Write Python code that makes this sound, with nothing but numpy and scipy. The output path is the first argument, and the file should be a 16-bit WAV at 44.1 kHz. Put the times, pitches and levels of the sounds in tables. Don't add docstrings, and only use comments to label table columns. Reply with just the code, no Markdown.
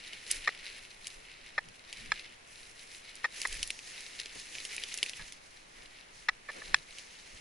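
import sys
import numpy as np
from scipy import signal
from scipy.fft import rfft, irfft, next_fast_len
from scipy.io import wavfile

SR = 44100
rng = np.random.default_rng(int(sys.argv[2]) if len(sys.argv) > 2 else 0)


def generate_wav(sig):
    pcm = np.round(np.clip(np.atleast_2d(sig).T, -1, 1) * 32767).astype(np.int16)
    wavfile.write(sys.argv[1], SR, pcm)


N = 326378
TIME_S = np.arange(N) / SR
LEFT_RIGHT = np.array([[1], [-1]])

# frequency in Hz, relative density in dB.
AIR_COLOUR = [(20, 7), (50, -5), (120, -7.5), (250, -9), (450, -9), (800, -12), (1200, -13), (2200, -8),
              (3500, -16), (6000, -21.5), (11000, -32)]
THUD_COLOUR = [(10, -10), (25, -0.5), (40, -12.5), (70, -18), (150, -38), (400, -63)]
BUMP_COLOUR = [(40, -48), (100, -5.5), (170, -0.5), (260, -11.5), (600, -53), (2000, -52)]
LITTER_COLOUR = [(120, -21), (280, -6.5), (480, -4.5), (900, -17), (2000, -10), (6000, -38)]
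NEEDLE_COLOUR = [(300, -11), (1200, -11), (1500, -21), (1800, 1.5), (2400, -5), (3400, -7.5), (5300, -2.5),
                 (8000, -9.5), (11000, -10.5)]
TWIG_COLOUR = [(120, -34), (400, -10), (1300, -27), (2000, -3.5), (2600, 0.5), (3700, -1.5), (5000, 3),
               (6500, -0.5), (7400, -0.5), (8500, -4), (9800, 3), (11000, -3)]
STEM_COLOUR = [(300, -18.5), (1100, -16.5), (1450, -7), (1900, 3.5), (2500, 5), (3700, -3), (4400, -2.5),
               (5250, -2), (6500, -6), (7400, -7), (8400, -11), (9600, -5.5), (11000, -6)]
# frequency in Hz, gain of the side signal in dB.
AIR_WIDTH = [(30, -30), (110, -9), (300, -0.5), (1000, 6.5), (2200, -1.5), (6000, 3.5)]
HOUSING_WIDTH = [(800, -10.5), (1900, -14), (2800, -4), (5000, -7), (6800, 12), (10000, -4)]
BRUSH_WIDTH = [(60, -5), (300, -1.5), (1100, -4), (2100, -11.5), (3600, -11), (6500, -3.5), (11000, 0)]
# start in seconds, length in seconds (peak at a third of it), then peak levels in dB of
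STEPS = [(0.325, 0.18, -52, -73, -65), (1.145, 0.1, -56, -74, -61), (1.64, 0.12, -68, -60.5, -62),
         (1.966, 0.25, -54.5, -56.5, -66), (3.47, 0.26, -45, -64, -64), (4.347, 0.055, -61, -60.5, -52.5),
         (5.179, 0.11, -52, -59.5, -63), (5.753, 0.16, -62, -79, -58), (6.539, 0.096, -67, -70, -49.5),
         (6.614, 0.26, -51, -58, -54.5), (7.33, 0.061, -49, -62.5, -67)]
# time of the first full slip in seconds, level in dB,
# length in seconds, frequency in Hz of the ring that paces the slips, hardness in dB.
CREAKS = [(0.475, -32.5, 0.0079, 1833, -1), (0.4902, -43, 0.0014, 1960, -7),
          (1.58, -35, 0.0098, 1780, -5.5), (2.119, -34, 0.0046, 1690, 4.5), (3.243, -34, 0.016, 1885, -2),
          (3.4518, -38, 0.007, 1863, -2), (5.193, -53.5, 0.033, 1693, 1), (6.286, -31.5, 0.01, 1942, 3),
          (6.4880, -45, 0.017, 1756, -8), (6.619, -53, 0.0067, 1736, -9), (6.744, -27.5, 0.0033, 1880, 8)]
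# frequency in Hz, width in Hz, level before contact colour in dB.
HOUSING_MODES = [(540, 250, -19.5), (825, 160, -12.5), (1297, 64, -15), (1720, 37, -17.5), (1748, 573, 3),
                 (2267, 515, -1), (3366, 180, -13.5), (4154, 220, -8.5), (5230, 150, -8.5),
                 (7600, 230, -24.5)]
# time of full rise in seconds, length in seconds, level in dB.
BOUGH_PASSES = [(3.38, 0.42, -48), (3.82, 0.38, -52.5), (4.35, 0.77, -49), (5.15, 0.19, -55),
                (5.4, 0.47, -62.5), (6.16, 0.031, -52.5), (6.53, 0.16, -57), (6.81, 0.086, -60),
                (6.94, .12, -52.5), (7.11, 0.39, -57)]
# time in seconds, level before the brightness tilt in dB, brightness setting in dB.
SNAPS = [(0.1322, -46, -12), (0.3084, -39, -8), (0.3128, -38.5, 21.5), (1.0698, -44, 11), (1.6868, -58, 6),
         (1.9277, -43.5, -2), (3.1543, -53, 8), (3.4164, -40, 6), (3.4725, -52, 22.5), (3.6289, -34, 2.5),
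         (3.704, -36, -1.5), (4.2003, -45.5, 7), (4.2586, -44, -8), (4.552, -45.5, -21), (4.5842, -47, -10),
         (4.6515, -42, 3), (4.765, -46, 8.5), (4.7803, -45.5, -27), (4.823, -47, -18), (4.8367, -39, -3.5),
         (4.9412, -43.5, 9), (4.975, -44.5, 12), (5.0289, -30, -1.5), (5.0618, -42, -10),
         (5.0947, -42.5, 4), (5.134, -45.5, -24)]
# time of full rise in seconds, length in seconds, level in dB, treble relative to it in dB.
STEM_PUSHES = [(0.0, 0.23, -47.5, -5), (0.307, 0.058, -40.5, 2), (0.452, 0.12, -43.5, -7),
               (0.652, 0.13, -45.5, -4), (0.85, 0.048, -52.5, 0.5), (1.044, .13, -52, 2),
               (1.283, 0.28, -52, -13), (1.907, 0.35, -48.5, -3.5), (2.105, 0.17, -48.5, -16),
               (2.53, 0.22, -54.5, 3.5), (2.821, 0.15, -51, 3), (3.062, 0.19, -49.5, -4.5),
               (3.371, 0.24, -43.5, 1), (3.906, 0.58, -46, -2.5), (4.56, 0.53, -44, -0.5),
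               (5.167, 0.12, -50, -0.5), (5.782, 0.05, -53.5, -3.5), (5.967, 0.036, -52.5, -6),
               (6.526, 0.23, -48.5, -2), (6.94, 0.54, -52.5, -8)]

AIR_DB = -56.5
LITTER_DRAG_DB = -16.5
BOUGH_ATTACK_S, BOUGH_EASE_DB_PER_S, BOUGH_T60_S = 0.05, 1, 0.33
PEAK_SMALL_SNAPS_PER_S = 13
SMALL_SNAP_DB, SMALL_SNAP_SPREAD_DB, BRIGHTNESS_SPREAD_DB = -51, 2.5, 8
TYPICAL_SNAP_T60_S, TYPICAL_SNAP_DB = 0.0094, -44
STEM_ATTACK_S, STEM_EASE_DB_PER_S, STEM_T60_S = 0.09, 6, 0.41
STEM_REST_DB, TREBLE_HZ = -60, 5330
TOP_HZ = 11000


def undb(db):
    return 10 ** (np.asarray(db) / 20)


def unit(x):
    return x / np.sqrt(np.mean(x ** 2) + 1e-20)


def colour(x, points):
    size = x.shape[-1]
    point_hz, point_db = np.transpose(points)
    hz = np.fft.rfftfreq(2 * size, 1 / SR) + 1
    log_gain = np.log(undb(np.interp(np.log(hz), np.log(point_hz), point_db)))
    cepstrum = irfft(log_gain)[:size]
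    cepstrum[1:] *= 2
    response = np.exp(rfft(cepstrum, 2 * size))
    return irfft(rfft(x, 2 * size) * response)[..., :size]


def ports(pair, width):
    return pair[0] + LEFT_RIGHT * colour(pair[1], width)


def noise():
    return rng.standard_normal((2, next_fast_len(N, real=True)))


def walk(knots_per_s):
    knots = rng.standard_normal(N // 100)
    return 1.2 * np.interp(TIME_S * knots_per_s, np.arange(len(knots)), knots)


def fade(t_s, t60_s):
    return np.exp(-np.log(1000) * t_s / t60_s)


def add(out, start_s, sound):
    start = max(int(start_s * SR), 0)
    part = sound[:, :N - start]
    out[:, start:start + part.shape[1]] += part


def pushes(rows, attack_s, ease_db_per_s, t60_s):
    power = 0
    for full_s, length_s, db in rows:
        age_s = TIME_S - full_s
        rise = np.clip(1 + age_s / attack_s, 0, 1)
        eased = undb(db - ease_db_per_s * np.clip(age_s, 0, length_s))
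        release = fade(np.maximum(age_s - length_s, 0), t60_s)
        power = power + (rise * eased * release) ** 2
    return np.sqrt(power)


def fracture(t60_s, scatter_db, scatter_t60_s, size=4096):
    t_s = np.arange(size) / SR
    envelope = fade(t_s, t60_s) + undb(scatter_db) * fade(t_s, scatter_t60_s)
    return rng.standard_normal((2, size)) * envelope


def crackle(breaks_per_s, spread_db, hiss_db, flurry_db, bands=6):
    hiss = noise()
    total = np.zeros_like(hiss)
    for pitch_hz in np.geomspace(2200, 10000, bands):
        chance = breaks_per_s / bands / SR * undb(flurry_db * walk(30))
        breaks = rng.random(N) < chance
        sizes = undb(spread_db * np.minimum(rng.exponential(size=N), 4.5))
        fibre = fracture(t60_s=0.007, scatter_db=-14, scatter_t60_s=0.06)
        ring = colour(fibre, [(pitch_hz / 2, -8), (pitch_hz, 0), (pitch_hz * 2, -8)])
        total[:, :N] += signal.oaconvolve((breaks * sizes)[None], ring, axes=1)[:, :N]
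    return unit(total) + undb(hiss_db) * hiss


def air():
    sound = unit(colour(ports(noise(), AIR_WIDTH), AIR_COLOUR))[:, :N]
    return sound * undb(AIR_DB + 0.09 * walk(3.9))


def footfalls(effort):
    gains = np.zeros((3, N))
    for start_s, length_s, *levels_db in STEPS:
        age = np.arange(SR) / SR / (length_s / 3)
        add(gains, start_s, undb(levels_db)[:, None] * age * np.exp((1 - age ** 2) / 2))
    gains[2] = np.hypot(gains[2], undb(LITTER_DRAG_DB) * effort)
    out = 0
    for gain, points in zip(gains, (THUD_COLOUR, BUMP_COLOUR, LITTER_COLOUR)):
        out = out + gain * unit(colour(ports(noise(), AIR_WIDTH), points))[:, :N]
    return out


def housing(size=4096, count=40):
    out = np.zeros((2, N))
    hz = np.fft.rfftfreq(size, 1 / SR) + 1
    for full_s, db, length_s, ring_hz, hard_db in CREAKS:
        cycles = rng.choice([2, 3], count) + 0.11 * rng.standard_normal(count)
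        gaps_s = cycles / ring_hz
        slip_s = np.cumsum(gaps_s) - gaps_s[:3].sum()
        load = np.exp(-(np.maximum(slip_s, 0) / length_s) ** 4)
        load = load * undb(np.where(slip_s < 0, -21 - hard_db, 0))
        force = load * undb(2 * rng.standard_normal((2, count)))
        force[1] *= rng.choice([-1, 1], count)
        slips = np.zeros((2, size))
        slips[:, np.minimum((slip_s - slip_s[0]) * SR, size - 1).astype(int)] = force
        ring = 0
        for k, (mode_hz, width_hz, mode_db) in enumerate(HOUSING_MODES):
            mode = irfft(rfft(slips) / (1 + 1j * (hz - mode_hz ** 2 / hz) / width_hz))
            ring = ring + (-1) ** k * undb(mode_db) * np.array([unit(m) for m in mode])
        contact = [(450, 3.5 - hard_db), (800, -0.86), (1300, 0.5 * hard_db), (1900, 0.39),
                   (2600, 0.83 * hard_db), (3600, hard_db - 4.5), (7500, hard_db - 13.5),
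                   (10000, hard_db - 16)]
        creak = unit(colour(ports(ring, HOUSING_WIDTH), contact))
        add(out, full_s + slip_s[0], creak * undb(db))
    return out


def needles(effort):
    grain = crackle(breaks_per_s=1500, spread_db=-2.5, hiss_db=-4.5, flurry_db=8)
    sound = colour(ports(grain, BRUSH_WIDTH), NEEDLE_COLOUR)[:, :N]
    return unit(sound) * effort * undb(1.1 * walk(25))


def small_snaps(effort, count=200):
    when, luck = rng.random((count, 2)).T
    size, shade = rng.standard_normal((count, 2)).T
    at = (when * N).astype(int)
    peak_chance = PEAK_SMALL_SNAPS_PER_S * N / SR / count
    breaks = luck < peak_chance * (effort[at] / effort.max()) ** 2
    level_db = SMALL_SNAP_DB + SMALL_SNAP_SPREAD_DB * size
    return np.column_stack([TIME_S[at], level_db, BRIGHTNESS_SPREAD_DB * shade])[breaks]


def twigs(snaps, count=6):
    out = np.zeros((2, N))
    for start_s, db, bright_db in snaps:
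        strength = undb(0.3 * (db - TYPICAL_SNAP_DB))
        crack = fracture(TYPICAL_SNAP_T60_S * strength, scatter_db=-17, scatter_t60_s=0.045)
        lags_s = rng.uniform(0, 0.012, count)
        for lag_s, splinter_db in zip(lags_s, rng.normal(-14, 1.3, count)):
            splinter = fracture(t60_s=0.005, scatter_db=-26, scatter_t60_s=0.03)
            crack = crack + undb(splinter_db) * np.roll(splinter, int(lag_s * SR), axis=1)
        crack = ports(crack * undb([[0], [-5]]), BRUSH_WIDTH)
        tilt = [(3000, -0.2 * bright_db), (8500, 0.74 * bright_db - 8.0)]
        crack = colour(unit(colour(crack, TWIG_COLOUR)), tilt)
        add(out, start_s, crack * undb(db))
    return out


def brush(effort, treble_effort):
    grain = crackle(breaks_per_s=800, spread_db=3.8, hiss_db=0, flurry_db=5)
    sound = unit(colour(ports(grain, BRUSH_WIDTH), STEM_COLOUR)[:, :N])
    lowpass = signal.butter(4, TREBLE_HZ, fs=SR, output="sos")
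    body = signal.sosfiltfilt(lowpass, sound)
    treble = sound - body
    rest = undb(STEM_REST_DB)
    pushed = body * np.hypot(effort, rest) + treble * np.hypot(treble_effort, rest)
    return pushed * undb(1.9 * walk(35))


def scene():
    stem_shape = STEM_ATTACK_S, STEM_EASE_DB_PER_S, STEM_T60_S
    legs = pushes([(s, length_s, db) for s, length_s, db, _ in STEM_PUSHES], *stem_shape)
    leaf_rows = [(s, length_s, db + treble_db) for s, length_s, db, treble_db in STEM_PUSHES]
    leaves = pushes(leaf_rows, *stem_shape)
    boughs = pushes(BOUGH_PASSES, BOUGH_ATTACK_S, BOUGH_EASE_DB_PER_S, BOUGH_T60_S)
    snaps = [*SNAPS, *small_snaps(boughs)]
    background = air() + footfalls(legs) + housing()
    return background + needles(boughs) + twigs(snaps) + brush(legs, leaves)


def record(dry):
    return signal.sosfilt(signal.ellip(12, 0.2, 70, TOP_HZ, fs=SR, output="sos"), dry)


dry = scene()
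out = record(dry)
generate_wav(out)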